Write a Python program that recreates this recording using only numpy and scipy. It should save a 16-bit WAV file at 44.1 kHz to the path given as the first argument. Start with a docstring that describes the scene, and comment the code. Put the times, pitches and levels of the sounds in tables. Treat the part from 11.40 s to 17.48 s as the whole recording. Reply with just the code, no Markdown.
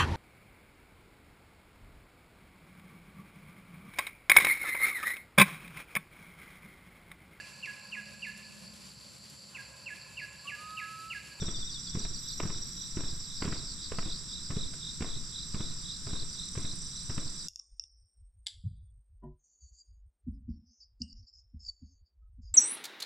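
"""A damp country road between fields and a wooded bank. Someone walks along it: each step thuds and
grinds a little grit on the asphalt. Crickets sing all around, drawing scraper over file: a few near
ones in down-swept syllables, many far off as a steady shimmer. Air rumbles softly on the moving
microphone, which bobs after each footfall."""
import sys
import numpy as np
from scipy import signal
from scipy.fft import rfft, irfft, next_fast_len
from scipy.io import wavfile
from scipy.ndimage import uniform_filter1d

SR = 44100
rng = np.random.default_rng(int(sys.argv[2]) if len(sys.argv) > 2 else 0)


def transcribe(u):
    """Save the signal u as a 16-bit wav file named by the first command-line argument.

    u: samples, shape (n,) or (channels, n), limited to [-1, 1]; the rate is SR.
    q: integer samples, one column per channel.
    """
    v = np.clip(np.atleast_2d(u).T, -1, 1)
    q = np.round(v * 32767).astype(np.int16)
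    wavfile.write(sys.argv[1], SR, q)


N = 267995
FFT_SIZE = next_fast_len(N, True)
TIME_S = np.arange(N) / SR
FREQS_HZ = np.maximum(np.fft.rfftfreq(FFT_SIZE, 1 / SR), 1)

# Each row: heel strike in seconds, heel thud in dB, its pitch in Hz, heel grit in dB, crunch pitch in Hz,
# heel-to-sole delay in seconds, sole thud in dB, sole grit in dB. Levels are relative.
STEPS = [(0.022, -28, 149.4, -42.5, 1420, 0.061, -31.5, -41.5),
         (0.551, -29, 163, -43.5, 1100, 0.021, -28.5, -55),
         (1.001, -40.5, 215.5, -28.5, 980, 0.054, -28, -41.5),
         (1.571, -26.5, 244, -39, 1070, 0.067, -36, -44.5), (2.023, -30, 240, -29, 1220, 0.056, -27, -40),
         (2.519, -33, 330, -34.5, 1060, 0.068, -31, -31), (3.105, -31, 143, -38.5, 1630, 0.064, -28, -48.5),
         (3.608, -28, 223, -41, 1410, 0.015, -30.5, -35), (4.146, -29, 160, -40, 1280, 0.060, -30, -39.5),
         (4.669, -35.5, 115, -43.5, 950, 0.063, -29.5, -41),
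         (5.175, -29, 124, -43, 1510, 0.073, -35, -45.5), (5.699, -31, 111, -39.5, 1370, 0.081, -30, -39)]


def walker(roll_db=-17, scuff_db=-17, crackle_db=-30):
    """Thuds and grit; the sole rolls on after each thud and scuffs more with more load and grit."""
    touches = contacts()
    load = pressure([(s, db) for s, db, *_ in touches], settle_s=0.038, brush_s=0.013)
    rubs = [(s, (thud_db + grit_db) / 2) for s, thud_db, _, grit_db, _ in touches]
    rubbing = pressure(rubs, settle_s=0.041, brush_s=0.051)
    roll = from_db(roll_db) * unit_rms(band(rng.standard_normal(N), 88, 335, order=3))
    scuff = from_db(scuff_db) * unit_rms(band(rough_noise(depth_db=3.9, rate_hz=200), 246, 1410))
    crackle = from_db(crackle_db) * unit_rms(band(rough_noise(depth_db=7.6, rate_hz=460), 2000, 3160))
    gritty = scattered(grit() + rubbing * (scuff + crackle), tail_db=-10.5, t60_s=0.19, early_db=-14)
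    return thuds() + load * roll + panned(gritty, pan_db=-3)


def contacts(sole_hz=164, stone_hz=1600, settle_s=0.019, toe_s=0.16):
    """Every touch of shoe on road: time in s, thud in dB and Hz, grit in dB and Hz."""
    # Loose stones underfoot. Each row: time in seconds, thud and grit in relative dB.
    stones = [(0.651, -41, -43.5), (1.033, -32.5, -42), (1.101, -34.5, -39.5), (2.053, -29, -35),
              (2.126, -32.5, -33.5), (2.661, -34.5, -49.5), (3.337, -56, -45.5), (5.154, -47, -42)]
    rows = [(s, thud_db, sole_hz, grit_db, stone_hz) for s, thud_db, grit_db in stones]
    for s, heel_db, heel_hz, heel_grit_db, crunch_hz, delay_s, sole_db, sole_grit_db in STEPS:
        rows += [(s, heel_db, heel_hz, heel_grit_db, crunch_hz),
                 (s + settle_s, heel_db - 10, sole_hz, -51.5, crunch_hz),  # heel settles
                 (s + delay_s, sole_db, sole_hz, sole_grit_db, crunch_hz),
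                 (s + toe_s, -40.5, 112, -59.5, crunch_hz)]  # toe comes down
    return rows


def thuds(gain_db=3, lag_s=0.002, width_cycles=0.6, weight_db=-7, weight_hz=80,
          knock_db=-9, knock_s=0.008):
    """Each load on the soft sole: a rounded push, a slower one from body weight, a short knock."""
    out = np.zeros(N)
    t = np.arange(-SR // 30, SR // 30) / SR
    age_s = np.maximum(t, 0)
    for s, db, hz, *_ in contacts():
        push = np.cos(2 * np.pi * hz * t) * np.exp(-(t * hz / width_cycles) ** 2)
        weight = np.sin(2 * np.pi * weight_hz * t) * np.exp(-(t * weight_hz / width_cycles) ** 2)
        knock_hz = 330 * rng.uniform(0.7, 1.27)
        knock = np.sin(2 * np.pi * knock_hz * age_s) * np.exp(-age_s / knock_s)
        thud = push + from_db(weight_db) * weight - from_db(knock_db) * knock
        add(out, s + lag_s + t[0], from_db(db + gain_db) * thud)
    return out


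def grit(gain_db=-3.1, grain_spread_db=5.5, min_rise_s=0.0038, min_lead_s=0.003, drag_per_db=0.0351):
    """Wet grains crack under the sole in clusters; the lighter the touch, the longer it drags."""
    out = np.zeros(N)
    t = np.arange(SR // 20) / SR
    hardest_db = max(db for *_, db, hz in contacts())
    for s, *_, db, hz in contacts():
        grains = rng.standard_normal(len(t)) * from_db(grain_spread_db * rng.standard_normal(len(t)))
        stretch = 1 + drag_per_db * (hardest_db - db)
        age = t / (min_rise_s * stretch)
        crunch = unit_rms(band(grains, hz * 0.29, hz * 1.3, order=1)) * (age * np.exp(1 - age)) ** 2
        add(out, s - min_lead_s * stretch, from_db(db + gain_db) * crunch)
    return band(out, 200, 3150, order=4) + from_db(-11) * band(out, 3500, 9000)


def pressure(touches, settle_s, brush_s):
    """Shoe load after touches of (s, dB): brushes in, dies away."""
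    energy = np.zeros(N)
    for s, db in touches:
        add(energy, s, from_db([2 * db]))
    load = np.sqrt(signal.lfilter([1], [1, -np.exp(-1 / (settle_s * SR))], energy + 1e-18))
    return uniform_filter1d(load, size=int(brush_s * SR))


def add_syllable(track, middle_s, db, hz, fall, length_s, rough, grip_db=3.5):
    """One wing stroke: the scraper slows along the file, so the tone falls; its grip is uneven."""
    progress = np.linspace(0, 1, max(int(length_s * SR), 8))
    wobble, grip = (np.interp(progress, np.linspace(0, 1, 8), row) for row in rng.standard_normal((2, 8)))
    sweep = 3 / 8 - (progress + progress ** 2) / 2
    pitch_hz = hz * (1 + fall * sweep + rough * wobble)
    envelope = from_db(db + grip_db * grip) * np.sin(np.pi * progress)
    add(track, middle_s - length_s / 2, envelope * np.sin(2 * np.pi * np.cumsum(pitch_hz) / SR))


def low_cricket(chirp_period_s=0.258, syllables_per_s=47, climb=0.0099, taper_db=0.87, gain_db=6):
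    """Rolling eight-syllable chirps that swell and trail off, climbing a little in pitch."""
    # Each row: first and last chirp in seconds.
    bouts = [(0.643, 5.275), (5.58, 5.838)]
    # Song as the walker passes. Each row: time in seconds, relative level in dB, pitch in Hz.
    song = [(0.6, -50, 3880), (2.1, -51.5, 3784), (2.9, -47, 3805), (4.5, -45, 3810), (5.1, -44, 3890),
            (5.7, -53, 3895)]
    times_s, levels_db, pitches_hz = np.transpose(song)
    out = np.zeros(N)
    for first_s, last_s in bouts:
        for s in call_times(first_s, last_s, chirp_period_s):
            for k in range(-3, 5):
                jitter, detune, stray_db = rng.standard_normal(3)
                hz = np.interp(s, times_s, pitches_hz) * (1 + climb * k + 0.0066 * detune)
                db = np.interp(s, times_s, levels_db) + gain_db - taper_db * k * k + stray_db
                middle_s = s + k / syllables_per_s + 0.0004 * jitter
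                add_syllable(out, middle_s, db, hz, fall=0.21, length_s=0.026, rough=0.012)
    return panned(scattered(out, tail_db=-13, t60_s=0.074), pan_db=-1.5)


def quick_crickets(chirp_period_s=0.139, syllables_per_s=67, sag=0.015, taper_db=0.95, gain_db=3):
    """Chirps of five steeply falling syllables; strength and pitch vary from chirp to chirp."""
    # Each row: first and last chirp in seconds, relative level in dB, pitch in Hz.
    bouts = [(0.185, 0.905, -44.3, 4790), (1.154, 1.258, -48, 5150), (1.684, 2.26, -43.5, 5170),
             (2.02, 2.73, -45, 4720), (2.64, 3.05, -44.5, 5070), (3.23, 3.65, -50, 5120),
             (3.875, 4.93, -47.5, 4920), (5.33, 5.59, -46.5, 5330), (5.73, 5.995, -43, 5200)]
    out = np.zeros(N)
    for first_s, last_s, bout_db, bout_hz in bouts:
        for s in call_times(first_s, last_s, chirp_period_s):
            weakness, tuning = rng.standard_normal(2)
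            for k in range(-2, 3):
                jitter, detune, stray_db = rng.standard_normal(3)
                db = bout_db + gain_db - 0.6 * weakness - taper_db * k * k + stray_db
                hz = bout_hz * (1 + 0.0078 * tuning - sag * k + 0.009 * detune)
                middle_s = s + k / syllables_per_s + 0.0004 * jitter
                add_syllable(out, middle_s, db, hz, fall=0.27, length_s=0.013, rough=0.01)
    return panned(scattered(out, tail_db=-8.5, t60_s=0.045, early_db=-6.5), pan_db=-2.8)


def slurring_cricket(period_s=0.069):
    """A few long, slow wing strokes from the field side."""
    # Each row: first and last note in seconds, level in dB.
    bouts = [(0.013, 0.358, -42.5), (0.47, 0.53, -50)]
    out = np.zeros(N)
    for first_s, last_s, db in bouts:
        for s in call_times(first_s, last_s, period_s):
            add_syllable(out, s, db, hz=3606, fall=0.164, length_s=0.046, rough=0.005)
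    return panned(scattered(out, tail_db=-3, t60_s=0.32), pan_db=5.5)


def steady_crickets():
    """Two pipping crickets, one left behind and one approached, and a thin trill in the verge."""
    # Each row of all three: time in seconds, level in dB.
    behind_levels = [(0, -38.5), (0.45, -43.5), (0.7, -40.5), (1.4, -39), (1.8, -54), (3.5, -67)]
    ahead_levels = [(2.5, -66), (3.7, -51), (4.35, -51), (4.84, -57), (4.89, -42.5), (6.08, -42.5)]
    verge_levels = [(0, -65), (2.5, -62), (4, -62), (5.4, -51.5), (6.08, -54.5)]
    behind = trill(behind_levels, first_s=0.0145, period_s=0.0484, hz=5720, fall=0.03, length_s=0.021)
    ahead = trill(ahead_levels, first_s=0.0265, period_s=0.04775, hz=5910, fall=0.02, length_s=0.018)
    verge = trill(verge_levels, first_s=0.0174, period_s=0.0302, hz=8380, fall=0.18, length_s=0.025,
                  rough=0.012)
    behind = scattered(behind, tail_db=0.5, t60_s=0.073, early_db=-8.5)
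    ahead = scattered(ahead, tail_db=-24, t60_s=0.063, early_db=-18)
    verge = scattered(verge, tail_db=-8, t60_s=0.12, early_db=-6)
    return panned(behind + ahead, pan_db=-2) + panned(verge, pan_db=-11.5)


def trill(levels, first_s, period_s, hz, fall, length_s, rough=0.005):
    """An unbroken train of wing strokes following a level curve."""
    out = np.zeros(N)
    for s in np.arange(first_s, N / SR, period_s):
        effort, detune = rng.standard_normal(2)
        db = np.interp(s, *np.transpose(levels)) + 0.49 * effort
        add_syllable(out, s, db, hz * (1 + 0.0035 * detune), fall, length_s, rough)
    return out


def far_chorus(blur_db=-1):
    """Far crickets merge into one shimmering band per kind."""
    # Each row: centre and spread in Hz, level in dB, left minus right in dB, syllables per second.
    choirs = [(3827, 280, -54, -1, 47), (5043, 290, -52, -2.5, 66), (5600, 216, -49.5, -1, 42),
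              (7682, 318, -49, -6, 38)]
    out = 0
    for hz, spread_hz, db, pan_db, syllables_per_s in choirs:
        song_band = bell_band(hz, spread_hz)
        distant = scattered(singers(hz, syllables_per_s), tail_db=-1, t60_s=0.49)
        in_band = irfft(rfft(distant, FFT_SIZE) * np.sqrt(song_band), FFT_SIZE)[:, :N]
        voices = unit_rms(in_band) + from_db(blur_db) * wide_noise(song_band)
        out = out + panned(from_db(db) * unit_rms(voices), pan_db)
    return out


def singers(hz, syllables_per_s, duty=0.61, swell_db=1, count=4):
    """Several crickets of one kind, each at its own pitch and pace, swelling and fading."""
    out = np.zeros(N)
    length_s = duty / syllables_per_s
    for detune, slowness, offset in rng.uniform(-1, 1, (count, 3)):
        times_s = np.arange(offset / syllables_per_s, N / SR, (1 + 0.06 * slowness) / syllables_per_s)
        levels_db = swell_db * unit_rms(uniform_filter1d(rng.standard_normal(len(times_s)), size=3))
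        stroke = np.zeros(int(SR * length_s) + 2)
        pitch_hz = hz * (1 + 0.04 * detune)
        add_syllable(stroke, length_s / 2, 0, pitch_hz, fall=0.1424, length_s=length_s, rough=0.016)
        times_s += 0.0006 * rng.standard_normal(len(times_s))
        for s, db in zip(times_s, levels_db):
            add(out, s, from_db(db) * stroke)
    return out


def bush_cricket(hz=12250, spread_hz=400, flutter_hz=34, fade_s=0.12):
    """Faint fluttering buzzes high above the chorus."""
    # Each row: start and end in seconds, level in dB.
    buzzes = [(0.78, 1.05, -66.5), (1.22, 1.52, -71), (1.65, 2.1, -75)]
    buzz = wide_noise(bell_band(hz, spread_hz)) * (1 + 0.5 * np.sin(2 * np.pi * flutter_hz * TIME_S))
    envelope = sum(from_db(db) * np.clip(np.minimum(TIME_S - start_s, end_s - TIME_S) / fade_s + .5, 0, 1)
                   for start_s, end_s, db in buzzes)
    return panned(buzz * envelope, pan_db=4.5)


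def air(rumble_db=-46.5, hiss_db=-62):
    """Low rumble of still air and faint hiss of the fields."""
    # Each row of both: frequency in Hz, relative spectral density in dB.
    rumble_spectrum = [(25, 1), (45, -3.5), (90, -11), (170, -5.5), (300, -20.5), (600, -33), (1000, -26.5),
                       (1400, -25.5), (2000, -30.5), (3100, -35.5)]
    hiss_spectrum = [(2500, -6), (3200, -5.5), (6400, 6), (8700, 3), (9500, -0.5), (10900, -8.5),
                     (12000, -1.5), (13400, -20), (14600, -10.5)]
    rumble = wide_noise(from_db(on_freqs(rumble_spectrum)) / (1 + (FREQS_HZ / 3300) ** 16))
    hiss = wide_noise(from_db(on_freqs(hiss_spectrum)) * (FREQS_HZ > 2500))
    return from_db(rumble_db) * rumble + panned(from_db(hiss_db) * hiss, pan_db=-1)


def microphone_sway(stir_db=-45, lag_s=0.11, width_s=0.13, bob_db=-33, bob_hz=7.82):
    """After each footfall the microphone bobs and stirs the air."""
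    ages_s = np.array([TIME_S - heel_s for heel_s, *_ in STEPS])
    swings = np.exp(-((ages_s - lag_s) / width_s) ** 2)
    bob = sum(swings * np.sin(2 * np.pi * bob_hz * ages_s))
    stir = unit_rms(sum(swings) * wide_noise(FREQS_HZ / (1 + (FREQS_HZ / 15) ** 3)))
    return from_db(stir_db) * stir + from_db(bob_db) * bob


def scattered(x, tail_db, t60_s, early_db=-8, early_t60_s=0.075):
    """Direct sound, early returns from road and leaves, diffuse tail from the bank; in stereo."""
    t = np.arange(SR // 3) / SR
    early, tail = rng.standard_normal((2, 2, len(t)))
    early = unit_rms(early * from_db(-60 * t / early_t60_s))
    tail = unit_rms(tail * from_db(-60 * t / t60_s))
    echoes = (from_db(early_db) * early + from_db(tail_db) * tail) / np.sqrt(len(t))
    return x + signal.oaconvolve(x[None], echoes, axes=1)[:, :N]


def wide_noise(gain):
    """Unit-power stereo noise shaped by gain; alike in the bass, wide in the treble."""
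    # Each row: frequency in Hz, left-right correlation.
    likeness = [(25, 0.58), (80, 0.98), (200, 0.96), (600, 0.53), (1500, 0.53), (4000, 0.49), (8000, 0.52),
                (13000, 0.37)]
    alike = np.clip(on_freqs(likeness), 0, 1)
    mid, side = rfft(rng.standard_normal((2, FFT_SIZE)))
    stereo = np.sqrt(1 + alike) * mid + np.sqrt(1 - alike) * side * [[1], [-1]]
    return unit_rms(irfft(gain * stereo, FFT_SIZE)[:, :N])


def rough_noise(depth_db, rate_hz):
    """White noise whose level flickers at up to about rate_hz."""
    noise = rng.standard_normal(N)
    flicker = irfft(rfft(rng.standard_normal(FFT_SIZE)) / (1 + (FREQS_HZ / rate_hz) ** 2), FFT_SIZE)[:N]
    return noise * from_db(depth_db * unit_rms(flicker))


def call_times(first_s, last_s, period_s):
    """Even times that fill a bout, about period_s apart."""
    return np.linspace(first_s, last_s, int(round((last_s - first_s) / period_s)) + 1)


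def bell_band(hz, spread_hz):
    """Gaussian band gain on the frequency grid."""
    return np.exp(-((FREQS_HZ - hz) / (2 * spread_hz)) ** 2)


def on_freqs(points):
    """A (Hz, value) table on the frequency grid."""
    hz, value = np.transpose(points)
    return np.interp(np.log(FREQS_HZ), np.log(hz), value)


def band(x, low_hz, high_hz, order=2):
    """Causal band-pass."""
    return signal.sosfilt(signal.butter(order, [low_hz, high_hz], "band", fs=SR, output="sos"), x + 1e-18)


def panned(x, pan_db):
    """Place a sound by left minus right level."""
    return x * from_db([[pan_db / 2], [-pan_db / 2]])


def add(track, start_s, sound):
    """Mix a short sound into a track."""
    at = int(round(start_s * SR))
    first, last = max(at, 0), min(at + len(sound), N)
    if last > first:
        track[first:last] += sound[first - at:last - at]


def from_db(db):
    """Decibels to gain."""
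    return 10 ** (np.asarray(db) / 20)


def unit_rms(x):
    """Scale to unit power."""
    return x / np.sqrt(np.mean(x ** 2) + 1e-20)


def scene():
    """Crickets, walker and air."""
    near_crickets = low_cricket() + quick_crickets() + slurring_cricket() + steady_crickets()
    return near_crickets + far_chorus() + bush_cricket() + walker() + air() + microphone_sway()


def record(dry, dip_depth=0.55, dip_hz=790, cutoff_hz=15750):
    """Slightly hollow lower middle; top cut steeply."""
    hollowed = dry - dip_depth * band(dry, dip_hz / 1.17, dip_hz * 1.26, order=1)
    return signal.sosfilt(signal.ellip(10, 0.1, 80, cutoff_hz, fs=SR, output="sos"), hollowed)


dry = scene()
out = record(dry)
transcribe(out)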